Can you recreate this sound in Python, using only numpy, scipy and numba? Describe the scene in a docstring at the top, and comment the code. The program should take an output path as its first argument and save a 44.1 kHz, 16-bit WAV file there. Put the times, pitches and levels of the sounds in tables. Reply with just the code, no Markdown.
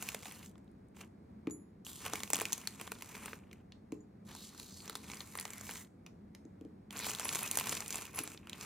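"""A small furnished room with a low, steady hum of air; a phone's two microphones close over a padded desk.
Just under the phone, fingers dig steel bolts out of a thin plastic bag: creases in the film snap over
a bed of fine crackle, the bag thumps now and then, and the bolts clink together. Laid down a little
further off, they tick on the desk's paper cover and thud. The room answers with a short tail."""
import sys
import numpy as np
from scipy import signal
from scipy.fft import rfft, irfft, next_fast_len
from scipy.io import wavfile
from scipy.ndimage import uniform_filter1d
from numba import njit

SR = 44100
rng = np.random.default_rng(int(sys.argv[2]) if len(sys.argv) > 2 else 0)


def unload_wav(signal):
    """Save mono or channel-first audio to the path in sys.argv[1] as 16-bit WAV at rate SR, clipped to [-1, 1]."""
    wavfile.write(
        sys.argv[1],
        SR,
        np.round(np.clip(np.atleast_2d(signal).T, -1, 1) * 32767).astype(np.int16),
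    )


N = 381465
TIME = np.arange(N) / SR


def undb(db):
    return 10 ** (np.asarray(db) / 20)


def unit_rms(x):
    return x / np.sqrt(np.mean(x ** 2))


def along(table, hz):
    """Read (hz, value) points on a log-frequency axis."""
    table = np.array(table)
    return np.interp(np.log(np.maximum(hz, 1)), np.log(table[:, 0]), table[:, 1])


def colour(x, gain):
    """Filter the last axis by gain(hz)."""
    size = next_fast_len(x.shape[-1])
    hz = np.arange(size // 2 + 1) * SR / size
    return irfft(rfft(x, size) * gain(hz), size)[..., :x.shape[-1]]


def above(hz, corner_hz):
    """Steep high-pass gain."""
    return 1 / np.sqrt(1 + (corner_hz / np.maximum(hz, 1)) ** 8)


def below(hz, corner_hz):
    """Steep low-pass gain."""
    return np.sqrt(1 - above(hz, corner_hz) ** 2)


def band(x, centre_hz, octaves):
    """Keep a bell-shaped band of x."""
    return colour(x, lambda hz: np.exp(-(np.log2(np.maximum(hz, 1) / centre_hz) / octaves) ** 2))


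@njit
def resonate(x, hz, q):
    """State-variable band-pass whose centre moves, gain 1 at the centre."""
    out, mid, low = np.empty(len(x)), 0., 0.
    for i in range(len(x)):
        g = np.tan(np.pi * hz[i] / SR)
        v = (mid + g * (x[i] - low)) / (1 + g * (g + 1 / q))
        mid, low = 2 * v - mid, low + 2 * g * v
        out[i] = v / q
    return out


def add(out, x, start_s):
    """Mix x into out from start_s."""
    i = max(int(start_s * SR), 0)
    out[..., i:i + x.shape[-1]] += x[..., :N - i]


def ring(hz, t60_s):
    """One decaying mode, cut at 0.3 s."""
    t = TIME[:int(.3 * SR)]
    return np.sin(2 * np.pi * hz * t) * np.exp(-np.log(1000) * t / t60_s)


def walk(per_s):
    """Glide between random values; spread near 1."""
    hold = int(SR / per_s)
    steps = np.repeat(rng.standard_normal(N // hold + 1), hold)
    return 1.2 * uniform_filter1d(steps, hold)[:N]


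# Spectrum of the air in the room: freq_hz, relative_db
AIR_SPECTRUM = [(24, -46.5), (45, -13.5), (91, -2.5), (138, -8.5), (205, 0.5), (270, -8), (354, -11.5),
                (600, -24), (1270, -32.5), (2200, -36.5), (2900, -47), (9450, -54), (16000, -60)]
# Stereo width of diffuse sound at the phone: freq_hz, side_minus_mid_db
DIFFUSE_WIDTH = [(60, -25.5), (110, -15), (200, -17.5), (380, -7), (700, 6.5), (1290, -2), (2380, -8.5),
                 (4400, 4), (8120, -13.5), (15000, -7.5)]


def air(level_db=-56.5):
    """Moving air hums low all round the phone, faint hiss above, wavering slowly."""
    mid = colour(rng.standard_normal(N), lambda hz: undb(along(AIR_SPECTRUM, hz)))
    side = colour(rng.standard_normal(N),
                  lambda hz: undb(along(AIR_SPECTRUM, hz) + along(DIFFUSE_WIDTH, hz)))
    return np.array([mid + side, mid - side]) / np.std(mid) * undb(level_db + .6 * walk(5))


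# The hand at work in the bag, one list of points per reach: time_s, crackle_db, flex_db
HAND_REACHES = [
    [(0, -54, -58), (.085, -44, -51.5), (.21, -60.5, -63.5), (.264, -49, -53.5), (.3, -56.5, -58),
     (.461, -58.5, -65), (.524, -74, -87)],
    [(.945, -74, -75), (.975, -66.5, -66), (1.017, -60, -56.5), (1.079, -85, -75)],
    [(1.85, -56, -73), (1.883, -49, -56.5), (1.97, -53, -69), (2.056, -47, -45.5), (2.1, -57, -54),
     (2.147, -46, -47.5), (2.3, -57, -66.5), (2.349, -47, -47.5), (2.5, -54.5, -58), (2.787, -61.5, -63.5),
     (2.814, -51, -51), (2.91, -62, -66.5), (3.259, -51.5, -51.5), (3.34, -56, -61), (3.41, -77, -72),
     (3.539, -90.5, -73.5), (3.62, -87, -72)],
    [(4.25, -70, -85), (4.294, -61, -57.5), (4.447, -51, -68.5), (4.532, -64.5, -66), (4.594, -55.5, -64),
     (4.79, -55.5, -70), (4.85, -60, -57.5), (5.029, -60, -63.5), (5.111, -54, -55.5),
     (5.311, -57.5, -66.5), (5.383, -52.5, -56.5), (5.56, -55.5, -59.5), (5.76, -47.5, -55.5),
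     (5.83, -55, -64), (5.88, -82.5, -85)],
    [(6.905, -68, -60.5), (6.946, -53, -51.5), (7.061, -39, -48), (7.166, -51.5, -52), (7.256, -43.5, -48),
     (7.446, -41.5, -48), (7.498, -48.5, -50), (7.596, -44.5, -50), (7.707, -40, -46),
     (7.866, -53.5, -56.5), (7.962, -42, -49), (8.118, -59, -61.5)],
    [(8.12, -64, -65), (8.189, -41, -43), (8.225, -50, -54.5), (8.33, -55.5, -62), (8.42,  -81, -69.5),
     (8.504, -69, -62.5), (8.65, -47, -52)],
]


def handling():
    """Gains of fine crackle and slower flexing as the hand works; still between reaches."""
    crackling, flexing = np.zeros((2, N))
    for reach in HAND_REACHES:
        time_s, crackle_db, flex_db = np.transpose(reach)
        crackling += undb(np.interp(TIME, time_s, crackle_db, left=-120, right=-120))
        flexing += undb(np.interp(TIME, time_s, flex_db, left=-120, right=-120))
    return crackling, flexing


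def crackle(per_s, life_s, slide_db):
    """Tiny buckles burst at random, a few much larger; sliding skin fills the gaps."""
    buckles = rng.random(N) < per_s / SR
    size_db = np.minimum(4 * rng.exponential(size=N), 20)
    burst = TIME[:800] * np.exp(-TIME[:800] / life_s)
    bursts = signal.fftconvolve(buckles * undb(size_db), burst)[:N]
    envelope = (unit_rms(bursts) + undb(slide_db)) / (1 + undb(slide_db))
    return envelope * rng.standard_normal((2, N))


def patches(x, depth_db):
    """Patches of film speak in turn: each third of an octave swells and fades alone."""
    centres_hz = 2500 * 2 ** (np.arange(9) / 3)
    return sum(band(x, hz, octaves=1 / 3) * undb(depth_db * walk(16)) for hz in centres_hz)


def spread(mid, other):
    """Short waves reach the two microphones by different paths, so the treble differs left and right."""
    side = colour(other, lambda hz: undb(-11) * above(hz, 4500))
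    return np.array([mid + side, mid - side])


# Spectrum of the thin plastic from close up: freq_hz, relative_db
FILM_SPECTRUM = [(210, -21), (350, -7), (432, 2.5), (550, -5.5), (1060, 1), (1700, -3.5), (2350, -3.5),
                 (5000, -9), (6800, -4), (15200, -10.5), (16500, -28)]


def film_gain(hz):
    """How strongly the film radiates at each frequency."""
    return undb(along(FILM_SPECTRUM, hz))


# Air pocket between fingers and film: time_s, pitch_hz, strength_db
AIR_POCKET = [(0, 2650, 2), (1.9, 3500, 2), (2.2, 2360, 2), (3.4, 2360, 2), (4.2, 4100, 6), (5.05, 4100, 5),
              (5.12, 2100, 4), (5.8, 2000, 4), (6.9, 2600, 1), (8.65, 2400, 3)]


def rustle(flurry_crackle_db=-30.5, flurry_flex_db=-34.5):
    """Just under the phone the film crackles and flexes, coloured by the pocket; big folds push air."""
    time_s, pitch_hz, strength_db = np.transpose(AIR_POCKET)
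    pocket_hz = np.interp(TIME, time_s, pitch_hz) * (1 + .04 * walk(14))
    pocket_db = np.interp(TIME, time_s, strength_db)
    slide_db = pocket_db + 1  # fingers that close the pocket slide more than they crumple
    fine = crackle(per_s=320, life_s=.0008, slide_db=slide_db)
    fine = colour(fine, lambda hz: film_gain(hz) * above(hz, 3500))
    flex = crackle(per_s=240, life_s=.0016, slide_db=slide_db)
    flex = colour(flex, lambda hz: film_gain(hz) * below(hz, 2800))
    folds = colour(rng.standard_normal(N), lambda hz: above(hz, 67) * below(hz, 320))
    crackling, flexing = handling()
    stirred = flurry()
    crackling = np.hypot(crackling, undb(flurry_crackle_db) * stirred)
    flexing = np.hypot(flexing, undb(flurry_flex_db) * stirred)
    film, other = unit_rms(patches(fine, depth_db=2.5)) * crackling + unit_rms(flex) * flexing
    pocket = resonate(film, pocket_hz, q=6.0) * undb(pocket_db)
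    hollow_hz = 1080 * (1 + .07 * walk(7.2))  # the whole bag hums at a wandering pitch
    hollow = resonate(film, hollow_hz, q=7.9) * undb(-12)
    return spread(.74 * (film + pocket + hollow) + undb(-8) * unit_rms(folds) * flexing, other)


def cracks(rows, pitch_boost):
    """A crease flips, or steel lands: a pitched burst of about 2 ms, its low part a little later."""
    start_s, peak_db, pitch_hz, treble_db, low_db = np.array(rows).T[..., None]
    lead_s = 64 / SR  # space for the filters to ring ahead of the burst
    t = np.maximum(TIME[:1024] - lead_s, 0)
    noise = rng.standard_normal((len(rows), 3, len(t)))
    flip = (1 - np.exp(-t / .00035)) * (np.exp(-t / .00067) + .13 * np.exp(-t / .0046))
    swell = t * np.exp(-t / .0011)

    def spectrum(hz):
        resonance = 1 + pitch_boost / (1 + ((hz - pitch_hz) / (.13 * pitch_hz)) ** 2)
        tilt = undb(.76 * treble_db * (above(hz, 6900) ** 2 - .5))
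        return film_gain(hz) * above(hz, 2100) * resonance * tilt

    crack = colour(noise[:, 0] * flip, spectrum)
    other = colour(noise[:, 2] * flip, spectrum)
    low = colour(noise[:, 1] * swell, lambda hz: film_gain(hz) * below(hz, 1400))
    low *= undb(low_db) * crack.std(axis=1, keepdims=True) / low.std(axis=1, keepdims=True)
    bursts = spread(crack + low, other) * undb(peak_db) / np.abs(crack).max(axis=1, keepdims=True)
    out = np.zeros((2, N))
    for k in range(len(rows)):
        add(out, bursts[:, k], start_s[k, 0] - lead_s)
    return out


# The clearest creases, close to the microphones; cracks() applies 0.76 of the treble tilt:
# start_s, peak_db, pitch_hz, treble_db, hollow_re_crack_db
CREASE_SNAPS = [(0.025, -22.5, 2500, 12, -8), (0.0881, -21, 2700, 2, -28), (0.1464, -25, 2320, 5, -2.5),
                (0.257, -35, 1950, -11, 0), (0.312, -36, 2100, -14, -10), (0.4293, -42, 2150, -17, -11),
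                (0.555, -56, 3560, -20, 5), (0.58, -51, 1700, -4, 1.5), (0.6435, -68, 9000, 8, -15),
                (0.678, -62.5, 3500, -20, -8), (0.715, -63, 9500, 8, -20), (0.885, -62, 9000, 7, -18),
                (0.9677, -49, 7770, -15, 0), (1.013, -41, 2580, -1, -2), (1.8489, -43, 6480, 2, -14),
                (1.866, -30.5, 3160, 13, -11), (2.0598, -31.5, 2600, 4, -0.5),
                (2.1346, -21.5, 6040, -0.5, -0.5), (2.156, -25, 2330, 7, -16),
                (2.2338, -22, 2030, -2.5, -11), (2.3026, -21.5, 2460, 10, -7),
                (2.333, -13.5, 8000, 0.5, -12), (2.345, -22.5, 6740, -13, -16),
                (2.3562, -21.5, 3500, 10, -10), (2.3666, -26, 9090, -7, -8), (2.3882, -29, 2500, -1, -1),
                (2.3995, -24.5, 1990, -1.5, -14), (2.4104, -23, 2280, 1.5, -9), (2.416, -24, 1610, 14, 1.5),
                (2.454, -21.5, 2300, -7, -22), (2.5226, -23, 6500, 1, -10), (2.5298, -17, 6850, 11, -36),
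                (2.5791, -32, 6600, 14, -12), (2.6732, -21, 4130, -1, -18), (2.8125, -29, 3030, 11, -5),
                (2.8759, -35, 3240, -2, 2), (2.9186, -27, 2300, 6, -1.5), (3.0224, -27, 2310, 3, -6.5),
                (3.1518, -33.5, 2210, -7, -6), (3.258, -35, 2400, 15, -11), (3.3319, -34.5, 2030, -42, 2),
                (3.513, -46.5, 2730, -14, -6), (3.5301, -40, 2230, 0, -15), (4.3501, -35.5, 5900, 4, -5),
                (4.598, -35, 4070, 1, -14), (4.804, -39, 4470, -15, -26), (4.857, -39, 4220, 0, -17),
                (4.8783, -33, 6800, -6, -7.5), (4.8966, -28, 4100, 10, -3.5), (4.9538, -26, 4000, -5.5, -6),
                (5.0996, -38.5, 4030, -20, 3), (5.1348, -36, 2210, -20, -5), (5.2059, -29, 3950, -2, -30),
                (5.3534, -31, 1860, -1, 1.5), (5.3744, -31, 8900, 23, -10), (5.3874, -28, 2000, -32, -8.5),
                (5.3985, -25.5, 4170, 17, -16), (5.4105, -27, 10960, -3, -25), (5.453, -28.5, 1910, -7, -4),
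                (5.5042, -31.5, 8100, -1, -11), (5.534, -31.5, 2300, 3, -26), (5.581, -33, 11300, -1, -26),
                (5.611, -32, 7580, 3, -5), (5.6925, -31, 2000, -17, -2.5), (5.7105, -31, 10600, -5, -12),
                (6.9074, -33, 3400, -4, -12), (6.97, -33.5, 6560, 3, -20), (6.9913, -25.5, 6900, 17, -25),
                (7.0666, -27.5, 1610, 13, -2), (7.0954, -23.5, 8550, -1, -18), (7.1078, -26, 2760, 12, -18),
                (7.1154, -29, 2960, 9, -19), (7.1342, -29.5, 6700, -3, -6), (7.1491, -26.5, 3730, 2, -20),
                (7.1967, -23.5, 9100, -5.5, -5.5), (7.254, -27, 11150, -13, 0.5), (7.2148, -43, 7150, 0, 1),
                (7.291, -18.5, 7300, -19, -26), (7.3277, -25, 7900, -7, -14), (7.3492, -21.5, 3860, 9, -16),
                (7.3557, -21, 7160, 3, -8), (7.3909, -24, 11600, -1, -14), (7.4309, -23, 11300, 9, -29),
                (7.5127, -17.5, 10800, 0.5, -20), (7.5554, -24, 10800, -5, -26),
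                (7.5727, -15.5, 6050, 20, -10), (7.5868, -17, 1770, -1, -12), (7.5983, -20, 11930, -5, -29),
                (7.6104, -25, 3200, -6, -6), (7.6706, -24, 2730, -2, -20), (7.6937, -20.5, 6500, 1, -18),
                (7.7223, -24.5, 2900, 11, -10), (7.8049, -24.5, 5770, 7, -10.5),
                (7.88, -28.5, 7560, 9, -33), (7.9056, -22, 6370, 5, -12), (7.926, -25.5, 7200, -13, -22),
                (7.944, -28, 2320, 2, -5), (7.9567, -22.5, 7700, 9, -29), (8.0208, -30.5, 8340, -4, -5.5),
                (8.2756, -30, 9400, -14, -8), (8.3752, -38.5, 3740, -30, -25), (8.4714, -42, 2870, -5, -3),
                (8.496, -32.5, 3620, 0, -30), (8.531, -29, 3540, -10, -18), (8.6108, -31.5, 6010, -14, -13)]


def snaps():
    """A crease flips: its facet rings and the hollow of the bag answers."""
    return cracks(CREASE_SNAPS, pitch_boost=2.8)


def flurry(fall_s=.021):
    """Gain of the crackle and flexing that each clear snap leaves dying away behind it."""
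    power = np.zeros(N)
    decay = np.exp(-2 * TIME[:SR // 8] / fall_s)
    for start_s, peak_db, *_ in CREASE_SNAPS:
        add(power, undb(2 * peak_db) * decay, start_s)
    return np.sqrt(power)


def small_snaps(per_s=35):
    """Lesser creases flip at random, following the weaker of crackle and flexing at their moment."""
    gap, pitch = rng.random((400, 2)).T
    size, treble, hollow = rng.standard_normal((400, 3)).T
    start_s = np.cumsum(-np.log(1 - gap)) / per_s
    effort = np.interp(start_s, TIME, np.minimum(*handling()))
    peak_db = 20 * np.log10(effort) + 16 + 3.5 * size
    pitch_hz = 1900 * 2 ** (2.4 * pitch ** 2)
    treble_db, hollow_db = -2 + 5 * treble, -12 + 5 * hollow
    rows = np.column_stack([start_s, peak_db, pitch_hz, treble_db, hollow_db])
    return cracks(rows[start_s < N / SR], pitch_boost=1.5)


# Bolts touching down, further from the phone: start_s, peak_db, pitch_hz, treble_db, low_re_crack_db
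BOLT_TICKS = [(1.4709, -37.5, 2320, -19, 1), (1.4985, -47.5, 7800, 3, 0.5), (1.507, -50, 7000, 10, -18),
              (3.7213, -43, 3330, -31, -13.5), (3.9211, -41, 2210, -4.5, -2.5), (3.943, -57, 8950, -1, -12),
              (6.0638, -40.5, 2690, -14.5, -11), (6.0709, -55, 2710.0, -12, 2.5),
              (6.3494, -42, 2070, -9.5, -10.5), (6.452, -54.5, 7000, -10, -3), (6.611, -54.5, 2860, -2, -6),
              (6.6497, -54.5, 3070, -8, -1)]


def ticks():
    """Steel lands on the desk's paper cover with a short tick."""
    return cracks(BOLT_TICKS, pitch_boost=2)


# Dull thuds, bolts landing on the desk and low thumps in the handled bag: start_s, level_db
DULL_THUDS = [(1.473, -23.5), (2.133, -37), (2.332, -37), (3.924, -28.5), (6.454, -40.5), (6.612, -38),
              (6.651, -36.5), (8.203, -35.5)]
# Low modes of the desk top, which voice every thud: pitch_hz, relative_db, t60_s
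DESK_MODES = [(226.3, -15, 0.23), (289, 5, 0.06), (317, 3.5, 0.066), (419, -10.5, 0.24), (442, -8, .08)]


def thuds(push_s=.0017):
    """A soft push sets a few low modes swinging, mixed differently for each thud."""
    out = np.zeros(N)
    for start_s, level_db in DULL_THUDS:
        body = sum(undb(mode_db + 2.1 * rng.standard_normal()) * ring(hz, t60_s)
                   for hz, mode_db, t60_s in DESK_MODES)
        body = np.convolve(body, np.hanning(int(push_s * SR)))
        add(out, undb(level_db) * body / np.abs(body).max(), start_s)
    # a free panel radiates little below its lowest mode
    return signal.sosfilt(signal.butter(2, 170, "high", fs=SR, output="sos"), out)


# A bolt's upper and lower ringing tones, each a close pair that beats: pitch_hz, partner_hz
BOLT_TONES = [(11190, 11176), (6990, 7021)]
# Bolt against bolt: start_s, upper_db, lower_re_upper_db, t60_s
BOLT_CLINKS = [(1.509, -49.5, 5.5, 0.27), (4.006, -83, 19, 0.14), (7.247, -29.5, -30, 0.061),
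               (7.281, -34, -27, 0.1), (7.336, -40, -25, 0.098), (8.148, -38, -24, 0.035),
               (8.159, -31, -19, 0.033), (8.173, -38, -25, 0.065), (8.184, -40, -18, 0.084),
               (8.201, -41, -25, 0.059), (8.2363, -28.5, -25, 0.025)]


def clinks():
    """Steel rings on thin lines: long when lying free, short when fingers or film hold it."""
    (upper_hz, upper_partner_hz), (lower_hz, lower_partner_hz) = BOLT_TONES
    out = np.zeros(N)
    for start_s, upper_db, lower_db, t60_s in BOLT_CLINKS:
        upper = ring(upper_hz, t60_s) - .23 * ring(upper_partner_hz, t60_s)
        lower = ring(lower_hz, .64 * t60_s) + .18 * ring(lower_partner_hz, .46 * t60_s)
        add(out, undb(upper_db) * (upper + undb(lower_db) * lower), start_s)
    return out


# Other small parts in the bag: start_s, peak_db, pitch_hz, t60_s
PART_PINGS = [(7.231, -45, 5600, 0.12), (7.438, -37, 2550, 0.091)]


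def pings():
    """A small part rings briefly on one lone mode."""
    out = np.zeros(N)
    for start_s, peak_db, pitch_hz, t60_s in PART_PINGS:
        add(out, undb(peak_db) * ring(pitch_hz, t60_s), start_s)
    return out


# Level between the phone's microphones: freq_hz, left_minus_right_db
MIC_BALANCE = [(60, 0.0), (110, 0.0), (200, 0.0), (380, 1.5), (700, -3.5), (1290, 0.0), (2380, -0.5),
               (4400, 0.0), (8120, 0.0), (15000, 0.0)]
# Phase between them: freq_hz, left_lead_rad
MIC_PHASE = [(250, 0), (600, -.7), (950, .4), (1460, -.1), (2930, .1), (4390, .4), (5510, -.9),
             (7150, -1.3), (16000, -1.7)]


def microphones(x):
    """Each of the two microphones hears a near source with its own level and phase."""
    def half(hz):
        return undb(along(MIC_BALANCE, hz) / 2) * np.exp(1j * along(MIC_PHASE, hz) / 2)

    return np.array([colour(x[0], half), colour(x[1], lambda hz: 1 / half(hz))])


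# Decay of the small furnished room: freq_hz, t60_s
ROOM_DECAY = [(200, 0.44), (1000, 0.3), (3000, 0.17), (8000, 0.38), (16000, 0.14)]


def room(x, build_s=.0078):
    """A diffuse tail, each band dying at its own rate; the bass is alike at both microphones."""
    t = TIME[:SR // 2]
    tail = 0
    for hz in 90 * 2 ** np.arange(0, 7.6, .5):
        mid, side = band(rng.standard_normal((2, len(t))), hz, octaves=.51)
        side *= undb(along(DIFFUSE_WIDTH, hz))
        reflected = undb(-2 * np.log2(1 + hz / 2000))  # soft furnishings send back less treble
        decay = np.exp(-np.log(1000) * t / along(ROOM_DECAY, hz))
        tail = tail + reflected * np.array([mid + side, mid - side]) * decay
    tail *= np.minimum(t / build_s, 1)
    tail /= np.sqrt(np.sum(tail ** 2) / 2)
    return signal.fftconvolve(x[None], tail, axes=1)[:, :N]


def scene():
    """Bag and desk reach the phone directly and again through the room, over the hum of air."""
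    bag = rustle() + snaps() + small_snaps() + clinks() + pings()
    knocks = ticks() + thuds()
    into_room = undb(-19) * bag + undb(-11) * knocks  # wetter knocks: the desk is further off
    return microphones(bag + knocks) + room(into_room.mean(axis=0)) + air()


def record(dry):
    """The phone cuts the top above 16 kHz."""
    return signal.sosfilt(signal.ellip(8, .2, 70, 16000, fs=SR, output="sos"), dry)


dry = scene()
out = record(dry)
unload_wav(out)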